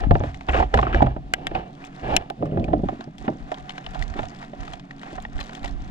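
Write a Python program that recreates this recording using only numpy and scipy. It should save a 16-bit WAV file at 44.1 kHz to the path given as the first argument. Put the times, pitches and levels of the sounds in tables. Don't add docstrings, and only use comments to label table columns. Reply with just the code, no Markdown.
import sys
import numpy as np
from scipy import signal
from scipy.fft import rfft, irfft, next_fast_len
from scipy.io import wavfile

SR = 44100
rng = np.random.default_rng(int(sys.argv[2]) if len(sys.argv) > 2 else 0)


def dump(signal):
    limited = np.clip(np.atleast_2d(signal).T, -1, 1)
    pcm = np.round(limited * 32767).astype(np.int16)
    wavfile.write(sys.argv[1], SR, pcm)


N = 260190
T = np.arange(N) / SR

# pitch in Hz, level in dB, t60 (the time to fade by 60 dB) in seconds.
HULL_MODES = [(45.5, 4.5, 1), (61.05, 0, 0.49), (85.8, -5, 0.41), (99.3, -2, 0.31), (128.5, -6, 0.32),
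              (155.5, -5.5, 0.16), (189, -5, 0.095), (228.2, -2.5, 0.088), (262.5, -15.5, 0.25),
              (310.5, -11.5, 0.21), (342.5, -11.5, 0.13), (411.4, -7.5, 0.073), (528, -0.5, 0.042),
              (599, -2.5, 0.068), (673.4, -8, 0.1), (795, -3.5, 0.08), (858, -4, 0.078), (997, -4.5, 0.061),
              (1240, -11.5, 0.082), (1770, -2, 0.035)]
# frequency in Hz, then level in dB for scrape, judder and rustle.
RUBBING_TONE = [(30, 10.5, -5, -4.5), (74.6, 8.5, -8.5, -13.5), (158, 1.5, 6, -7), (316, -0.5, -3, 6),
                (550, -2, -3, -0.5), (920, -9.5, -27, 2.5), (1730, -14.5, -38, 3), (3230, -21.5, -38, -8),
                (4280, -26.5, -49.5, -12.5), (6740, -39.5, -67, -17.5), (10400, -50.5, -55, -34),
                (16000, -72, -83.5, -50)]
# start in seconds, length in seconds, level in dB, growth along the way in dB.
HAND_MOVES = [(.01, 0.0063, -43, -15.5), (.27, 0.15, -49, -19.5), (.54, 0.061, -36, 2.5),
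              (.76, 0.065, -40, 1.5), (1.81, 0.06, -46.5, -1.5), (1.93, 0.21, -48.5, 5),
              (2.87, 0.18, -48.5, -4), (3.23, 0.024, -42.5, 8.5), (3.56, 0.018, -45, 3.5),
              (3.68, 0.64, -46, 1.5), (3.965, 0.05, -39.5, -0.5), (4.16, 0.092, -42, -5),
              (4.41, 0.0085, -44, 2.5), (4.59, 0.18, -48.5, -2.5), (5.03, 0.2, -45.5, 4),
              (5.4, 0.065, -41.5, -4), (5.5, 0.071, -46, 5), (5.64, 0.044, -42.5, 2.5),
              (5.8, 0.092, -50.5, 8)]


def amp(db):
    return 10 ** (np.asarray(db) / 20)


def unit(x):
    return x / np.sqrt(np.mean(x ** 2) + 1e-20)


def unit_hit(x):
    return x / np.sqrt(np.mean(x[:SR // 100] ** 2) + 1e-20)


def on_octaves(hz, points_hz, values):
    return np.interp(np.log(np.maximum(hz, 1)), np.log(points_hz), values)


def colour(x, points, size=2048):
    db = on_octaves(np.arange(size // 2 + 1) * SR / size, *np.transpose(points))
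    cepstrum = irfft(np.log(amp(db)))
    cepstrum[1:size // 2] *= 2
    cepstrum[size // 2 + 1:] = 0
    return signal.fftconvolve(x, irfft(np.exp(rfft(cepstrum))))[:len(x)]


def resonant(hz, db, peaks):
    fine_hz = np.geomspace(30, 16000, 600)
    lift = sum(height / (1 + (2 * (fine_hz - f) / width) ** 2) for f, width, height in peaks)
    return np.c_[fine_hz, on_octaves(fine_hz, hz, db) + lift]


def band(hz, width_hz):
    offset = (np.arange(N // 2 + 1) * SR / N - hz) / width_hz
    return unit(irfft(rfft(rng.standard_normal(N)) / (1 + (2 * offset) ** 2), N))


def waver(spread_db, rate_hz):
    return amp(spread_db * band(0, rate_hz))


def fade(t60, count):
    return np.exp(-np.log(1000) * T[:count] / t60)


def burst(t60, count):
    return rng.standard_normal(count) * fade(t60, count)


def ring(hz, db, t60, count):
    return sum(amp(level) * fade(life, count) * np.sin(2 * np.pi * f * T[:count])
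               for f, level, life in zip(hz, db, t60))


def add(out, start_s, sound):
    start = max(int(start_s * SR), 0)
    out[start:start + len(sound)] += sound[:max(N - start, 0)]


def slips(per_second, spread_db):
    size = amp(spread_db * np.clip(rng.standard_normal(N), -2, 2))
    return unit((rng.random(N) < per_second / SR) * size * rng.choice([-1, 1], N))


def stroke(start_s, length_s, attack_s, release_s, growth_db=0):
    progress = np.clip((T - start_s) / max(length_s, 1e-3), 0, 1)
    before = np.maximum(start_s - T, 0) / attack_s
    after = np.maximum(T - start_s - length_s, 0) / release_s
    return amp(growth_db * (progress - .5)) * np.exp(-before - after)


def strokes(rows, attack_s, release_s):
    return np.sqrt(sum((amp(db) * stroke(start_s, length_s, attack_s, release_s, growth_db)) ** 2
                       for start_s, length_s, db, growth_db in rows))


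def rod_in_hand():
    return stroke(start_s=3.33, length_s=N / SR, attack_s=0.17, release_s=.2)


def hum_and_air(air_db=-42.5):
    # pitch in Hz, width in Hz, level in dB.
    hum_bands = [(144, 19.7, -46.5), (187.3, 18, -48.5), (225.8, 3, -50), (276.6, 12.6, -47.5)]
    # frequency in Hz, level in dB.
    air_tone = [(25, 13.5), (80, -9), (150, -0.5), (320, 0), (500, -12.5), (1000, -16), (2500, -20),
                (5000, -28.5), (8000, -39), (12000, -52.5), (16000, -64.5)]
    hum = sum(amp(db) * band(hz, width_hz) for hz, width_hz, db in hum_bands)
    air = unit(colour(rng.standard_normal(N), air_tone)) * waver(spread_db=2, rate_hz=3.6)
    return hum + amp(air_db) * air


def breeze(shared=0.63, attack_s=0.017, release_s=0.031):
    # start in seconds, length in seconds, left level in dB, right level in dB.
    puffs = [(0.026, 0.13, -15.5, -38), (0.524, 0.69, -42, -43), (1.193, 0.13, -41, -39),
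             (1.46, 0.077, -38, -48), (2.06, 0.052, -36, -46), (2.574, 0.3, -30, -30.5),
             (3.216, 0.01, -49, -33.5), (3.418, 0.013, -31, -43), (3.607, 0.029, -39.5, -58),
             (3.882, 0.019, -31.5, -39), (4.004, 0.017, -42, -18), (4.106, 0.008, -36, -26),
             (4.195, .015, -49, -19), (4.595, 0.016, -38, -26), (4.728, 0.016, -54, -34),
             (5.152, 0.12, -38, -37), (5.36, 0.017, -30, -22.5), (5.636, 0.32, -35.5, -27.5)]
    rumble_tone = [(12, -8), (32, 10), (60, -1), (100, -10), (200, -19.5), (600, -83.5)]
    common, left, right = (unit(colour(rng.standard_normal(N), rumble_tone)) for _ in range(3))
    gusts = sum(amp([[left_db], [right_db]]) * stroke(start_s, length_s, attack_s, release_s)
                for start_s, length_s, left_db, right_db in puffs)
    return np.array([unit(left + shared * common), unit(right + shared * common)]) * gusts


def rustle(idle_db=-54):
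    hz, _, _, rustle_db = np.transpose(RUBBING_TONE)
    fibres = slips(per_second=5000, spread_db=3) * waver(spread_db=2.2, rate_hz=44)
    moving = strokes(HAND_MOVES, attack_s=0.048, release_s=0.03)
    return unit(colour(fibres, np.c_[hz, rustle_db])) * np.hypot(moving, amp(idle_db) * rod_in_hand())


def crackles(moving_db=-11, idle_db=-62.5):
    out = np.zeros(N)
    for when, pitch, force in rng.random((520, 3)):
        hz = 1700 * 4 ** pitch
        tone = [(500, -16), (hz / 1.5, -7), (hz, 0), (8000, -15), (11000, -33), (16000, -54)]
        click = colour(burst(t60=.014, count=1200), tone, size=256)
        add(out, when * N / SR, amp(12 * force ** 2) * click)
    moving = amp(moving_db) * strokes(HAND_MOVES, attack_s=0.093, release_s=0.042)
    handling = np.hypot(moving, amp(idle_db) * rod_in_hand())
    return unit(out * waver(spread_db=3, rate_hz=14)) * handling


def reel_clinks(chatter_t60=0.008, count=4000):
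    # start in seconds, level in dB.
    clinks = [(5.403, -35.5), (5.412, -38), (5.43, -46.5), (5.448, -49), (5.468, -67.5), (5.56, -50),
              (5.594, -52), (5.631, -46.5), (5.68, -45.5)]
    # pitch in Hz, level in dB, fade time in seconds.
    reel_modes = [(2100, -1, 0.022), (3150, 3, 0.0185), (3750, 4, .014), (4050, 9, 0.022), (4380, -3, 0.02),
                  (4800, -2, 0.025), (5800, -11, 0.017), (7060, -6, 0.02), (8800, -25, .012)]
    out = np.zeros(N)
    metal = ring(*np.transpose(reel_modes), count)
    for start_s, level_db in clinks:
        clink = signal.fftconvolve(burst(chatter_t60, count), metal)
        add(out, start_s, amp(level_db) * unit_hit(clink))
    return out


def ticks(click_t60=0.03, rise_s=0.00074, ring_cycles=27, count=3500):
    # start in seconds, click in dB, ring in dB, pitch in Hz, brightness in dB per octave.
    taps = [(.344, -41, -43, 2150, 3), (.409, -40.5, -41.5, 2260, -0.5), (.602, -42.5, -20.5, 894, 2.5),
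            (.626, -33.5, -25.5, 870, -4.5), (.7415, -31.5, -33, 2760, 6), (0.7737, -34.5, -26, 1440, 2),
            (0.7891, -36, -18.5, 1096, -12), (.829, -36.5, -24, 1240, -5.5), (0.868, -57, -24, 1285, -6),
            (.946, -39, -20, 1680, 4), (1.005, -46.5, -21.5, 870, -3.5), (1.021, -39, -18.5, 823, -1),
            (1.062, -40.5, -34, 890, -2.5), (1.551, -38, -32.5, 2550, -5), (1.841, -46.5, -42, 2470, -2),
            (1.849, -46, -47.5, 3400, 10.5), (1.996, -49.5, -53, 2720, 2.5), (2.425, -61, -40, 1270, -8),
            (2.456, -53.5, -41.5, 1180, 9.5), (2.597, -50.5, -49, 3500, 2),
            (2.642, -45.5, -36.5, 2470, 4.5), (2.887, -55.5, -33.5, 1260, 9), (3.008, -38, -48.5, 1560, 0),
            (3.182, -44.5, -52, 2730, 7.5), (3.517, -42.5, -31.5, 630, 6.5), (3.543, -39, -37.5, 3280, -1),
            (3.694, -36, -32, 3100, 1.5), (3.705, -37.5, -39.5, 2160, 2), (3.78, -35, -37, 1610, 0.5),
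            (3.843, -51, -48, 3020, 1.5), (3.864, -37, -33, 2990, -1.5), (3.908, -52, -53, 1690, 12),
            (3.935, -49, -54, 1540, 4.5), (3.947, -37.5, -45, 1580, 1.5), (4.024, -36.5, -29.5, 1990, 7),
            (4.139, -42.5, -41, 1850, 1), (4.19, -30, -41.5, 1580, -5.5), (4.231, -39, -49, 1790, 0.5),
            (4.427, -42.5, -41, 1830, -1.5), (4.632, -48.5, -47, 1700, 6), (4.679, -41, -40, 1260, 2.5),
            (4.722, -45, -47, 1830, -4), (4.734, -35, -50, 2770, 2), (4.796, -44.5, -45, 1690, 2.5),
            (4.909, -43, -36.5, 1870, 0), (5.015, -52, -45, 1930, 8), (5.032, -38, -45.5, 1570, -3),
            (5.065, -46, -54, 1830, -3), (5.18, -34, -44.5, 1870, -9.5), (5.224, -53.5, -49, 7200, 4),
            (5.251, -38.5, -31.5, 1880, -5.5), (5.391, -48.5, -37, 1820, -7), (5.409, -31, -42, 1500, -0.5),
            (5.494, -40, -47, 1960, -3), (5.531, -48, -46.5, 1520, 8), (5.55, -40, -44, 3230, 7),
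            (5.645, -36.5, -36, 2000, 7.5), (5.658, -39, -40, 2940, 4), (5.678, -47, -42, 1930, 9)]
    tone_hz, tone_db = np.transpose([(200, -9), (900, 17), (3000, 12.5), (7500, -5.5),
                                     (11000, -28), (16000, -37)])
    rise = 1 - np.exp(-T[:count] / rise_s)
    out = np.zeros(N)
    for start_s, click_db, ring_db, hz, brightness in taps:
        tone = np.c_[tone_hz, tone_db + brightness * np.log2(tone_hz / 2000)]
        click = colour(burst(click_t60, count), tone)
        mode_hz = hz * np.array([1, 1.13, 1.41, 1.73])
        ringing = rise * ring(mode_hz, [4.5, -3.5, -6, -7.5], ring_cycles / mode_hz, count)
        add(out, start_s, amp(click_db) * unit_hit(click) + amp(ring_db) * unit_hit(ringing))
    return out


def scratches(low_hz=998, high_hz=3140, ring_cycles=37):
    # start in seconds, length in seconds, level in dB, growth along the way in dB.
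    bites = [(.488, 0.017, -24.5, 0.5), (.532, 0.044, -25, -2), (.56, 0.078, -31.5, -1),
             (.741, 0.0033, -25.5, 3), (.83, 0.23, -43, -11), (.928, 0.016, -32.5, 0),
             (1.55, .06, -41.5, -18), (2.042, 0.033, -49.5, 10), (2.1, 0.045, -39, 1.5),
             (2.45, 0.34, -54, -7)]
    grains = np.zeros(N)
    for when, pitch, force in rng.random((3200, 3)):
        hz = low_hz * (high_hz / low_hz) ** pitch
        add(grains, when * N / SR, ring([hz], [force ** 2], [ring_cycles / hz], count=500))
    tone = [(300, -19.5), (1000, 0.5), (7500, 1), (10000, -5.5), (16000, -19)]
    return unit(colour(grains, tone)) * strokes(bites, attack_s=0.0011, release_s=0.0021)


def scrapes():
    # start in seconds, length in seconds, level in dB, growth along the way in dB.
    slides = [(.01, 0.043, -32, 0.5), (.12, 0.12, -39, 6), (.492, 0.005, -22, -4.5),
              (.534, 0.088, -22.5, -3), (.743, 0.016, -25, -6), (.838, 0.17, -30.5, -6.5),
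              (.955, 0.079, -25, -7), (1.06, 0.056, -39.5, 8.5), (1.36, 0.24, -37.5, -1.5),
              (1.55, 0.14, -34.5, -18.5), (2.03, 0.12, -25.5, 9), (2.19, 0.023, -35, 9)]
    # pitch in Hz, width in Hz, height in dB.
    blade_peaks = [(348, 130, 4.5), (650, 64, -0.5), (875, 97, 8.5), (1250, 9.6, 11), (1673, 110, 9),
                   (2340, 44, 16.5), (2750, 240, 6.5), (2996, 180, 6.5)]
    hz, scrape_db, _, _ = np.transpose(RUBBING_TONE)
    grit = slips(per_second=2400, spread_db=2.5) * waver(spread_db=1, rate_hz=28)
    scraping = unit(colour(grit, resonant(hz, scrape_db, blade_peaks)))
    return scraping * strokes(slides, attack_s=0.0056, release_s=0.028)


def judders(peak_width_hz=10.7, peak_db=11):
    # start in seconds, length in seconds, level in dB, growth along the way in dB.
    shoves = [(2.41, 0.13, -29, -8), (2.53, 0.12, -23.5, 0), (2.69, 0.11, -26, 1.5),
              (3.29, 0.064, -35.5, 1)]
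    hz, _, judder_db, _ = np.transpose(RUBBING_TONE)
    deck_peaks = [(f, peak_width_hz, peak_db) for f, _, _ in HULL_MODES]
    jolts = slips(per_second=490, spread_db=3)
    juddering = unit(colour(jolts, resonant(hz, judder_db, deck_peaks), size=8192))
    return juddering * strokes(shoves, attack_s=0.012, release_s=0.014)


def shaft_snaps(crack_db=-5.5, crack_t60=.005, rattle_db=0.5, rattle_t60=0.021,
                thud_db=-32, thud_t60=0.05, count=4000):
    # start in seconds, level in dB, brightness in dB per octave.
    snaps = [(1.3371, -15, -1), (1.4690, -22.5, -5.5), (2.1653, -10, 12), (2.301, -35, 1.5)]
    # pitch in Hz, level in dB, fade time in seconds.
    shaft_modes = [(1190, -25, 0.047), (1550, 6.5, 0.033), (1840, 5.5, 0.03), (2220, 7, 0.027),
                   (2560, 0.5, 0.015), (2860, 0.5, 0.015), (3430, -0.5, 0.012), (3930, 3.5, 0.010),
                   (5680, 0.5, 0.015), (6600, -6.5, 0.009), (7300, -5.5, 0.008), (8430, -10, 0.0073),
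                   (9500, -13.5, 0.008), (11870, -26.5, 0.009)]
    hz, db, t60 = np.transpose(shaft_modes)
    hull_hz, hull_db, hull_t60 = np.transpose(HULL_MODES)
    bass_cut_db = 6 * np.log2(np.minimum(hull_hz / 600, 1))
    thud = unit_hit(ring(hull_hz, hull_db + bass_cut_db, hull_t60, count) * fade(thud_t60, count))
    rattle_tone = [(500, -23.5), (1400, 2.5), (3000, 12.5), (4500, -13), (7000, -12.5),
                   (12000, -22), (15000, -35.5)]
    out = np.zeros(N)
    for start_s, level_db, brightness in snaps:
        gripped_hz = hz * (1 + 0.037 * rng.standard_normal(len(hz)))
        ringing = unit_hit(ring(gripped_hz, db + brightness * np.log2(hz / hz[0]), t60, count))
        crack_tone = [(600, -21), (1200, -13.5), (2000, 9.5), (4500, 19.5 + brightness),
                      (7500, 4 + brightness), (11000, -5 + brightness), (15000, -15.5 + 2 * brightness)]
        crack = unit_hit(colour(burst(crack_t60, count), crack_tone))
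        chatter = burst(rattle_t60, count) * (rng.random(count) < .1)
        rattle = unit_hit(colour(chatter, rattle_tone))
        snap = unit_hit(ringing + amp(crack_db) * crack + amp(rattle_db) * rattle)
        add(out, start_s, amp(level_db) * (snap + amp(thud_db) * thud))
    return out


def hull_heaves(rise_s=0.0045, settle_t60=1.45, db_per_octave=-32, count=26000):
    # start in seconds, level in dB, the pitch that the push favours in Hz.
    pushes = [(0.109, -13.5, 144), (.49, -11.5, 62.5), (0.601, -13, 57.3), (0.74, -9.5, 61),
              (0.945, -6.5, 58.4), (1.062, -14.5, 61.4), (2.579, -12, 95), (2.69, -14, 70)]
    hz, db, t60 = np.transpose(HULL_MODES)
    swell = (1 - np.exp(-T[:count] / rise_s)) * fade(settle_t60, count)
    out = np.zeros(N)
    for start_s, level_db, push_hz in pushes:
        octaves_away = np.abs(np.log2(hz / push_hz))
        add(out, start_s, swell * ring(hz, level_db + db + db_per_octave * octaves_away, t60, count))
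    return out


def blow_db(hz, spot_hz, hardness, panel_hz=247, contact_hz=1640):
    knee_hz = np.clip(spot_hz, panel_hz, contact_hz)
    bass_db = 20 * np.log2(np.minimum(hz / spot_hz, 1))
    treble_db = hardness * np.log2(np.clip(hz, knee_hz, contact_hz) / knee_hz)
    return bass_db + treble_db


def hull_knocks(boom_t60=0.075, wall_t60=0.037, contact_db=11, rise_cycles=0.64, count=26000):
    # start in seconds, strength in dB, pitch of the struck panel in Hz,
    # hardness of the contact in dB per octave, boom of that panel in dB.
    blows = [(.037, -30.5, 55, -0.5, -17), (.069, -11, 113.3, -48, -7.5), (.109, -11, 107, -4, 8),
             (.153, -17.5, 144, -3, 2.5), (0.203, -15, 98, -6.5, -7), (.236, -22, 78, -2.5, -12),
             (.486, -28, 153, 2, -1.5), (.544, -23.5, 355.4, -2, 5.5), (0.584, -21.5, 131, -5, -5),
             (.603, -22.5, 328, -12, -1), (.625, -31, 413, -0.5, -17), (.7395, -18.5, 78.4, 1.5, -7.5),
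             (.752, -13.5, 115, -16, 0.5), (.774, -22, 98, -0.5, 3), (.789, -21.5, 131, 0.5, -2),
             (0.828, -19, 86.4, -2.5, -0.5), (.869, -23, 63.5, -6, -15), (.944, -14, 89, -6, -1),
             (1.005, -20, 97, -15.5, -4.5), (1.02, -7.5, 123.5, -6.5, -6.5), (1.042, -14, 133.4, -9.5, -5),
             (1.067, -21.5, 674, -7, -22.5), (1.163, -23.5, 145, -6.5, -14), (1.513, -26, 137.5, -4.5, -9),
             (1.55, -26.5, 157.5, -0.5, -4), (2.107, -24, 244, -4.5, -2), (2.124, -26, 585, -7.5, -10.5),
             (2.155, -23.5, 610, -13.5, -10), (2.3, -25.5, 240, -4, -11.5), (2.424, -8.5, 322, -14, -15),
             (2.546, -22, 200, -24, -2), (2.573, -13.5, 235, -8.5, -5), (2.606, -19.5, 150.5, -20.5, 1),
             (2.643, -20, 215, -13.5, -3.5), (2.682, -16, 157.5, -9, -2.5),
             (2.703, -20.5, 197, -11.5, -15.5), (2.732, -7.5, 302, -10, -17.5),
             (2.766, -22.5, 171, -11.5, -2), (2.792, -24, 227, -10, -3.5),
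             (2.835, -9.5, 184.3, -14.5, -3.5), (2.886, -25.5, 217, -2, -8.5),
             (2.924, -22, 212, -11.5, -5.5), (2.994, -22, 248, -18.5, -7.5), (3.073, -28, 158, -11, 3),
             (3.211, -34, 131, -10, -16.5), (3.243, -23.5, 259, -16.5, -12), (3.279, -8.5, 236, -7, -9),
             (3.517, -32.5, 329, 1.5, -18), (3.951, -31, 734, -13, -15), (4.157, -21, 283, -14.5, -14.5),
             (4.192, -28, 99.5, -1, -11), (4.232, -31, 714, -18.5, -16), (4.533, -36.5, 254, -1.5, -11.5),
             (5.126, -27, 167, -10.5, -14.5), (5.643, -38, 262, 3.5, -18)]
    # frequency in Hz, level in dB.
    wall_tone = [(100, -5.5), (300, 15.5), (700, 8), (1000, 4.5), (1300, 8.5), (2000, 6), (3000, -1),
                 (4500, -12.5), (7500, -38.5), (11000, -40.5), (16000, -55.5)]
    hz, db, t60 = np.transpose(HULL_MODES)
    wall_hz, wall_db = np.transpose(wall_tone)
    signs = np.where(hz < 330, 1, (-1) ** np.arange(len(hz)))
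    out = np.zeros(N)
    for start_s, strength_db, spot_hz, hardness, boom_db in blows:
        pitch_shift, level_shift = rng.standard_normal((2, len(hz))) * np.minimum(hz / 400, 1)
        mode_hz = hz * (1 + 0.029 * pitch_shift)
        mode_db = db + strength_db + blow_db(hz, spot_hz, hardness) + 1.5 * level_shift
        for f, level, life, sign in zip(mode_hz, mode_db, t60, signs):
            rise = 1 - np.exp(-T[:count] * f / rise_cycles)
            add(out, start_s, sign * rise * ring([f], [level], [life], count))
        boom = ring([spot_hz, spot_hz * 1.46], [0, -1], [boom_t60] * 2, count)
        boom_rise = 1 - np.exp(-T[:count] * spot_hz / rise_cycles)
        add(out, start_s, amp(strength_db + boom_db) * boom * boom_rise)
        smack = burst(wall_t60, count // 4)
        smack[0] = amp(contact_db)
        smack_tone = np.c_[wall_hz, wall_db + blow_db(wall_hz, spot_hz, hardness)]
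        add(out, start_s, amp(strength_db) * colour(unit_hit(smack), smack_tone))
    return out


def deck_echoes(x, echo_db=-20):
    echoes = colour(burst(t60=0.0084, count=2000), [(3000, -3), (6000, -3), (12000, -15.5)])
    return x + amp(echo_db) * signal.fftconvolve(x, echoes / np.linalg.norm(echoes))[:N]


def right_port(x):
    # frequency in Hz, gain in dB, lag in radians.
    port_response = [(30, 0, 0.41), (204, -1.5, 0.18), (396, 1, 0.28), (521, 2, 0.55), (675, 12, 1.24),
                     (750.3, 19, 3.2), (771.6, 12, 3.72), (901, 6, 3.79), (1120, 4, 4.155),
                     (1880, -4.5, 4.62), (3160, -8.5, 4.55), (3800, -11, 5.4), (6260, -18, 4.6),
                     (16700, -23, 16)]
    hz, db, lag = np.transpose(port_response)
    size = next_fast_len(N + 4096)
    bin_hz = np.arange(size // 2 + 1) * SR / size
    response = amp(on_octaves(bin_hz, hz, db)) * np.exp(-1j * on_octaves(bin_hz, hz, lag))
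    return irfft(rfft(x, size) * response, size)[:N]


def scene():
    hits = hull_knocks() + hull_heaves() + shaft_snaps() + ticks() + reel_clinks()
    rubbing = scrapes() + judders() + rustle() + scratches() + crackles()
    sound = hits + rubbing + hum_and_air()
    left = deck_echoes(sound)
    right = right_port(deck_echoes(sound))
    return np.array([left, right]) + breeze()


def record(dry, low_hz=14, top_hz=16000):
    low_cut = signal.butter(1, low_hz, "high", fs=SR, output="sos")
    top_cut = signal.ellip(8, .2, 70, top_hz, fs=SR, output="sos")
    clipped = np.clip(signal.sosfilt(low_cut, dry), -1, 1)
    return signal.sosfilt(top_cut, clipped)


dry = scene()
out = record(dry)
dump(out)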